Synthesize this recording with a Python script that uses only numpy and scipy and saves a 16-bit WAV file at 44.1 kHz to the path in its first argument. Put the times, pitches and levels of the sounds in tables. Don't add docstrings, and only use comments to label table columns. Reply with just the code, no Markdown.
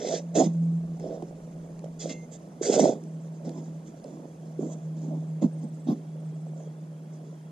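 import sys
import numpy as np
from scipy import signal
from scipy.fft import rfft, irfft
from scipy.io import wavfile
from scipy.ndimage import uniform_filter1d

SR = 44100
rng = np.random.default_rng(int(sys.argv[2]) if len(sys.argv) > 2 else 0)


def unload_wav(signal):
    wavfile.write(
        sys.argv[1],
        SR,
        np.round(np.clip(np.atleast_2d(signal).T, -1, 1) * 32767).astype(np.int16),
    )


N = 331191


def gain_of(db):
    return 10 ** (np.asarray(db) / 20)


def evened(x):
    return x / np.sqrt(np.mean(x ** 2) + 1e-20)


def read(points, hz):
    f, value = np.transpose(points)
    return np.interp(np.log(hz + 1), np.log(f + 1), value)


def along(points, column=1):
    rows = np.transpose(points)
    return np.interp(np.arange(N) / SR, rows[0], rows[column])


def coloured(x, points):
    curve_db = read(points, np.fft.rfftfreq(N, 1 / SR))
    return evened(irfft(rfft(x) * gain_of(curve_db), N))


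def slow(hz):
    f = np.fft.rfftfreq(N, 1 / SR)
    spectrum = rfft(rng.standard_normal(N)) / (1 + (f / hz) ** 4)
    return evened(irfft(spectrum, N))


def add(mix, s, sound):
    at = round(s * SR)
    part = mix[max(at, 0):][:len(sound) + min(at, 0)]
    sound = sound[max(-at, 0):]
    part += sound[:len(part)]


def grains(per_s, spread_db, smooth):
    size = gain_of(spread_db * np.minimum(rng.exponential(1, N), 4))
    clicks = size * (rng.random(N) < per_s / SR) * rng.choice([-1., 1.], N)
    return evened(clicks) + smooth * rng.standard_normal(N)


def patchy(x, depth_db):
    z = signal.stft(x, nperseg=512)[2]
    patches = uniform_filter1d(rng.standard_normal(z.shape), size=3, axis=0)
    patches = evened(uniform_filter1d(patches, size=8, axis=1))
    return evened(signal.istft(z * gain_of(depth_db * patches), nperseg=512)[1][:N])


def ring(drive, damping):
    # (pitch [Hz], level [dB], time to fall 60 dB when free [s])
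    modes = [(2093, -1.5, .9), (1600, -8, .1), (2198, -8, .25), (2466, -9, .16), (2689, -1, .25),
             (2826, -2, .2), (3500, -6, .1), (6437, -8, 1.1), (6790, -6, .3), (7435, -8, .3)]
    t = np.arange(SR // 2) / SR
    tones = np.zeros(len(t))
    for hz, db, t60 in modes:
        tones += gain_of(db - 60 * t / (t60 * damping)) * np.sin(2 * np.pi * hz * t)
    return signal.oaconvolve(drive, tones / np.linalg.norm(tones))[:N]


def ports(x, same, strength=1):
    # (frequency [Hz], left minus right [dB])
    port_db = [(100, -.6), (400, -3), (750, -8), (1300, -4), (2000, -.5), (4200, 0), (5000, 7.5), (5900, 0),
               (6700, -19), (8000, -11), (9500, -1)]
    # (frequency [Hz], phase lead [radians])
    port_lead = [(500, 0), (700, .5), (900, 1.5), (1400, 2.1), (2500, 0), (4500, 0), (5200, -1.4),
                 (6100, -2.4), (7100, 0), (8000, .4)]
    hz, _, z = signal.stft(x, SR, nperseg=512)
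    c = np.clip(read(same, hz), 0, 1)[:, None]
    other = 1.31 * z * np.exp(2j * np.pi * rng.random(z.shape))
    ratio = gain_of(strength * read(port_db, hz)) * np.exp(1j * read(port_lead, hz))
    ratio = ratio[:, None]
    left = ratio * (c * z + np.sqrt(1 - c ** 2) * other)
    pair = np.array([left, z])
    pair *= 2 / np.sqrt(1 + abs(ratio) ** 2 + 2 * c * ratio.real)
    return signal.istft(pair, SR, nperseg=512)[1][:, :N]


def wind():
    # (time [s], level [dB])
    gusts = [(0, -90.5), (.8, -67), (1.5, -62), (2.2, -75), (7.51, -86)]
    rumble, apart = slow(45), .14 * slow(45)
    return gain_of(along(gusts) + 2.0 * slow(6)) * np.array([rumble + apart, rumble - apart])


def air():
    # (frequency [Hz], relative level [dB per Hz])
    air_colour = [(20, -49.5), (96, -55), (120, -22), (158, -3), (239, -18.5), (577, -24.5), (1430, -41),
                  (3860, -49), (6520, -49), (9860, -51.5), (14500, -64.5)]
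    level_db = -48.5 + 0.19 * slow(0.99)
    return gain_of(level_db) * coloured(rng.standard_normal(N), air_colour)


def aircraft():
    # (time [s], pitch [Hz])
    drone_pitch = [(0, 168), (4, 159.4), (7.51, 156)]
    # (time [s], level [dB])
    drone_level = [(0, -49), (0.2, -40), (0.62, -23), (0.78, -28), (1.12, -43), (2.2, -41.5), (2.9, -57.5),
                   (3.07, -37.5), (3.78, -39), (3.87, -47.5), (4.35, -49), (4.47, -40), (5.15, -32),
                   (5.4, -33), (6.03, -40.5), (6.3, -34.5), (6.8, -41), (7.5, -43)]
    # (multiple of its pitch, relative level [dB])
    drone_orders = [(1, 0), (1.5, -27)]
    # (time [s], level [dB])
    engine_level = [(0, -72.5), (.7, -63), (1.6, -66), (2.4, -75), (3.5, -75), (5.2, -70.5), (7.51, -81)]
    turns = np.cumsum(along(drone_pitch)) / SR
    scatter = 1 + .12 * (slow(16) + 1j * slow(16))
    tone = np.zeros(N)
    for multiple, db in drone_orders:
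        tone += gain_of(db) * (scatter * np.exp(2j * np.pi * multiple * turns)).real
    beat_scatter = 1 + 0.5 * (slow(8) + 1j * slow(8))
    beat = (beat_scatter * np.exp(1j * np.pi * turns)).real
    return gain_of(along(drone_level)) * evened(tone) + gain_of(along(engine_level)) * evened(beat)


def twitter():
    middle_hz, level_db = 3300, -79
    pitch = middle_hz * (1 + .025 * slow(8))
    tone = np.sin(2 * np.pi * np.cumsum(pitch) / SR)
    flutter = (1 + slow(90)) * evened(gain_of(2.2 * slow(25)))
    growth = np.clip(np.arange(N) / SR / 7.6, 0, 1)
    return gain_of(level_db) * flutter * tone * growth


def birds():
    # (first chirp [s], gap [s], number of chirps, peak [dB], base pitch of the first chirp [Hz])
    trills = [(.527, .061, 5, -71, 8150), (3.071, .068, 3, -68, 7950), (5.265, .06, 1, -67, 7620),
              (5.522, .0535, 7, -63, 8500), (6.181, .073, 6, -68, 8300)]
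    chirp_s = .027
    chirp_fall, trill_sag = .12, .016
    out, u = np.zeros(N), np.linspace(0, 1, round(chirp_s * SR))
    bend = 1 + chirp_fall * (.4 - .5 * u - .5 * u ** 3)
    for first, gap, chirps, db, hz in trills:
        for k in range(chirps):
            pitch = hz * (1 - trill_sag * k) * bend
            chirp = np.sin(np.pi * u) * np.sin(2 * np.pi * np.cumsum(pitch) / SR)
            start = first + (k + 0.087 * rng.standard_normal()) * gap
            add(out, start, gain_of(db) * chirp)
    return out + twitter()


def ticks():
    # (time [s], peak level [dB])
    tick_list = [(0.9986, -43), (1.2245, -46), (1.7924, -44.5), (1.844, -47), (2.649, -43), (2.724, -37),
                 (2.795, -31), (3.038, -46.5), (3.4555, -55), (3.493, -39), (4.0424, -42)]
    low_hz, high_hz, decay_s = 1300, 8000, .001
    out, t = np.zeros(N), np.arange(400) / SR
    band = signal.butter(3, [low_hz, high_hz], "bandpass", fs=SR, output="sos")
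    for s, db in tick_list:
        burst = rng.standard_normal(400) * np.exp(-t / decay_s)
        crack = signal.sosfilt(band, burst)
        add(out, s, gain_of(db) * crack / abs(crack).max())
    return out


def knocks():
    # (time [s], level [dB], pitch [Hz])
    knock_list = [(0.138, -7, 470), (0.336, -28, 560), (0.373, -13, 620), (0.391, -11, 565),
                  (0.414, -13, 274), (1.052, -19, 456), (1.108, -32, 320), (1.223, -21, 690),
                  (1.225, -16.5, 334), (1.841, -19, 552), (1.859, -24, 580), (2.057, -12, 547),
                  (2.612, -7, 400), (2.795, 1, 610), (2.841, -0.5, 590), (2.856, 1, 596), (3.478, -30, 303),
                  (4.047, -22, 540), (4.591, -9, 358), (4.635, -18, 313), (5.079, -16.5, 231),
                  (5.17, -19, 260), (5.42, -21, 636), (5.44, 2, 241), (5.456, -7, 206), (5.638, -13.5, 215),
                  (5.872, -25, 680), (5.888, -7, 200), (5.924, -13, 213), (6.467, -28, 610),
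                  (6.534, -30, 633), (6.563, -30.5, 595), (6.673, -27, 480)]
    out, t = np.zeros(N), np.arange(SR // 8) / SR
    for s, db, hz in knock_list:
        turns = hz * t
        onset = 1 - np.exp(-(turns / 1.26) ** 2)
        fade = gain_of(db + 4.0 - 8.0 * turns)
        add(out, s - 0.34 / hz, onset * fade * np.sin(2 * np.pi * turns))
    return out


def clank():
    struck_s, struck_db, grounded_s = 2.096, -15, 2.27
    blow = np.zeros(N)
    add(blow, struck_s, gain_of([struck_db]))
    free = np.clip((grounded_s - np.arange(N) / SR) / .03, 0, 1)
    return ring(blow, 1) * free


def swell(u, peak, start_db, end_db):
    return gain_of(np.interp(u, [0, np.clip(peak, .02, .98), 1], [start_db, 0, end_db]))


def efforts():
    # (start [s], length [s], clod crunch [dB], grit hiss [dB],
    # dry grass rustle [dB], where the crunch peaks [0-1], where the hiss peaks [0-1],
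    # share of the blade buried at the start and at the end [0-1, clipped])
    stroke_list = [(-.03, 0.24, -28, -40, -44.5, 0.53, .75, -0.14, 0.024),
                   (0.338, .15, -16, -38, -36.5, 0.27, .4, 0.023, 0.95),
                   (0.988, 0.26, -35.5, -62.5, -76, 0.51, 0.017, -0.0068, 0.19),
                   (1.983, 0.13, -39, -44.5, -44, 0.6, .35, 0.18, .03),
                   (2.082, 0.065, -34, -39.5, -43, 0.32, 0.18, 0.72, 0.033),
                   (2.303, 0.071, -48, -56, -49.5, 1, 1, .03, .03),
                   (2.607, 0.16, -28, -40, -36.5, 0.56, 0.33, .03, .03),
                   (2.686, 0.15, -21.5, -37, -36, 0.65, 0.31, 0.044, .03),
                   (2.778, 0.17, -16, -38, -36.5, 0.34, 0.064, .03, 0.028),
                   (3.435, 0.1, -36, -59, -64, 0.48, 0.18, 0, .3),
                   (3.5, 0.16, -39.5, -65, -65, 0.4, 0.38, 1, 0.74),
                   (3.84, 0.081, -65, -74, -71, .5, .45, .6, .6),
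                   (4.038, 0.23, -43, -71.5, -71, 0.99, 0.26, 0.87, 0.99),
                   (4.585, 0.18, -35, -67.5, -56, 0.25, 0.82, 0.76, 0.92),
                   (4.951, .24, -41.5, -69.5, -69, 1, 0.1, 0.95, .9),
                   (5.406, 0.071, -26, -54.5, -56.5, 0.43, 0.17, 0.73, .99),
                   (5.61, 0.08, -39.5, -69, -69, 0.25, 0.44, .95, 1),
                   (5.855, 0.1, -24, -52.5, -71, 0.55, 0.33, 1, 1),
                   (6.552, 0.17, -47, -78, -70, 0.28, 0.31, 0, .03),
                   (7.11, 0.29, -54.5, -74, -73, 0.07, .2, 0.41, .03)]
    # (time [s], crunch level [dB])
    shuffle = [(0, -51), (2.3, -51.5), (3.3, -50.5), (5.6, -52.5), (7.51, -60.5)]
    shuffle_grit_db, shuffle_grass_db = -26.5, -24
    bite_s, let_go_s = 0.019, 0.016
    settle_db, settle_s = -8.5, .022

    shares_db = np.array([[-3], [-3], [shuffle_grit_db], [shuffle_grass_db]])
    gains = gain_of(along(shuffle) + shares_db)
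    for s, length, clod_db, grit_db, grass_db, crunch_at, hiss_at, first, last in stroke_list:
        t = np.arange(0, length + 8 * settle_s, 1 / SR)
        u = np.minimum(t / length, 1)
        held = np.clip((length + let_go_s - t) / (2 * let_go_s), 0, 1) ** 2
        settling = gain_of(settle_db) * np.exp(-np.maximum(t - length, 0) / settle_s)
        touch = np.minimum(t / bite_s, 1) ** 2 * np.maximum(held, settling)
        crunch = touch * swell(u, crunch_at, start_db=-11.5, end_db=-15)
        hiss = touch * swell(u, hiss_at, start_db=-12.5, end_db=-19)
        deep = np.clip(first + (last - first) * u ** 2, 0, 1)
        parts = np.sqrt(1 - deep) * crunch, np.sqrt(deep) * crunch, hiss, hiss
        for gain, part, db in zip(gains, parts, (clod_db, clod_db, grit_db, grass_db)):
            add(gain, s, gain_of(db) * part)
    return gains


def strokes():
    # (frequency [Hz], relative level [dB per Hz])
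    turf_colour = [(100, -39.5), (140, -2.5), (215, -7.5), (480, 0), (650, -1.5), (730, -10.5),
                   (1040, -37.5), (1500, -39), (2200, -79.5)]
    # (frequency [Hz], relative level [dB per Hz])
    deep_colour = [(110, -27), (200, 2.5), (320, -2), (470, -25), (680, -22), (1050, -29), (1400, -50.5),
                   (2200, -62.5)]
    # (frequency [Hz], relative level [dB per Hz])
    grit_colour = [(800, -26.5), (1100, -20), (1900, -9), (2860, -8.5), (3400, 2.5), (4000, -2.5),
                   (5400, 0.5), (6100, -6), (8000, -39.5)]
    # (frequency [Hz], relative level [dB per Hz])
    grass_colour = [(4500, -42.5), (5900, -13.5), (6600, 2), (7550, -2), (9000, -21), (10400, -31.5),
                    (14500, -47.5)]
    slips = slow(86)
    lumps = evened(gain_of(1.67 * slips))
    crumbs = patchy(grains(600, 1.37, 1.11), depth_db=3.0)
    turf = coloured(crumbs, turf_colour) * lumps
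    deep = coloured(crumbs, deep_colour) * lumps
    grit = patchy(grains(4000, 3, 1.0), depth_db=3)
    grit = grit * evened(gain_of(0.3 * slips + 2.4 * slow(17)))
    held_ring = ring(grit, .12)
    grass = evened(coloured(grit, grass_colour) + .35 * coloured(held_ring, grass_colour))
    steel = evened(coloured(grit, grit_colour) + .25 * held_ring)
    return (efforts() * np.array([turf, deep, steel, grass])).sum(axis=0)


def scene():
    # (frequency [Hz], likeness [0-1])
    near_same = [(150, .93), (500, .98), (900, .85), (1700, .65), (2600, .99), (3000, .8), (3800, .99),
                 (7000, .88), (10500, .2)]
    # (frequency [Hz], likeness [0-1])
    air_same = [(180, .999), (300, .8), (600, .75), (800, .4), (1200, .55), (2400, .05), (4000, .7),
                (6000, .25), (9000, .0)]
    near = ports(strokes() + knocks() + ticks() + clank() + birds(), near_same)
    low_cut = signal.butter(6, 151.4, "highpass", fs=SR, output="sos")
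    near = signal.sosfilt(low_cut, near)
    plane = aircraft() * gain_of([[-.4], [.4]])
    return near + ports(air(), air_same, strength=0.22) + plane + wind()


def record(dry):
    edge_hz = 14600
    lowpass = signal.firwin(511, edge_hz, window=("kaiser", 9), fs=SR)
    return signal.oaconvolve(dry, lowpass[None], "same")


dry = scene()
out = record(dry)
unload_wav(out)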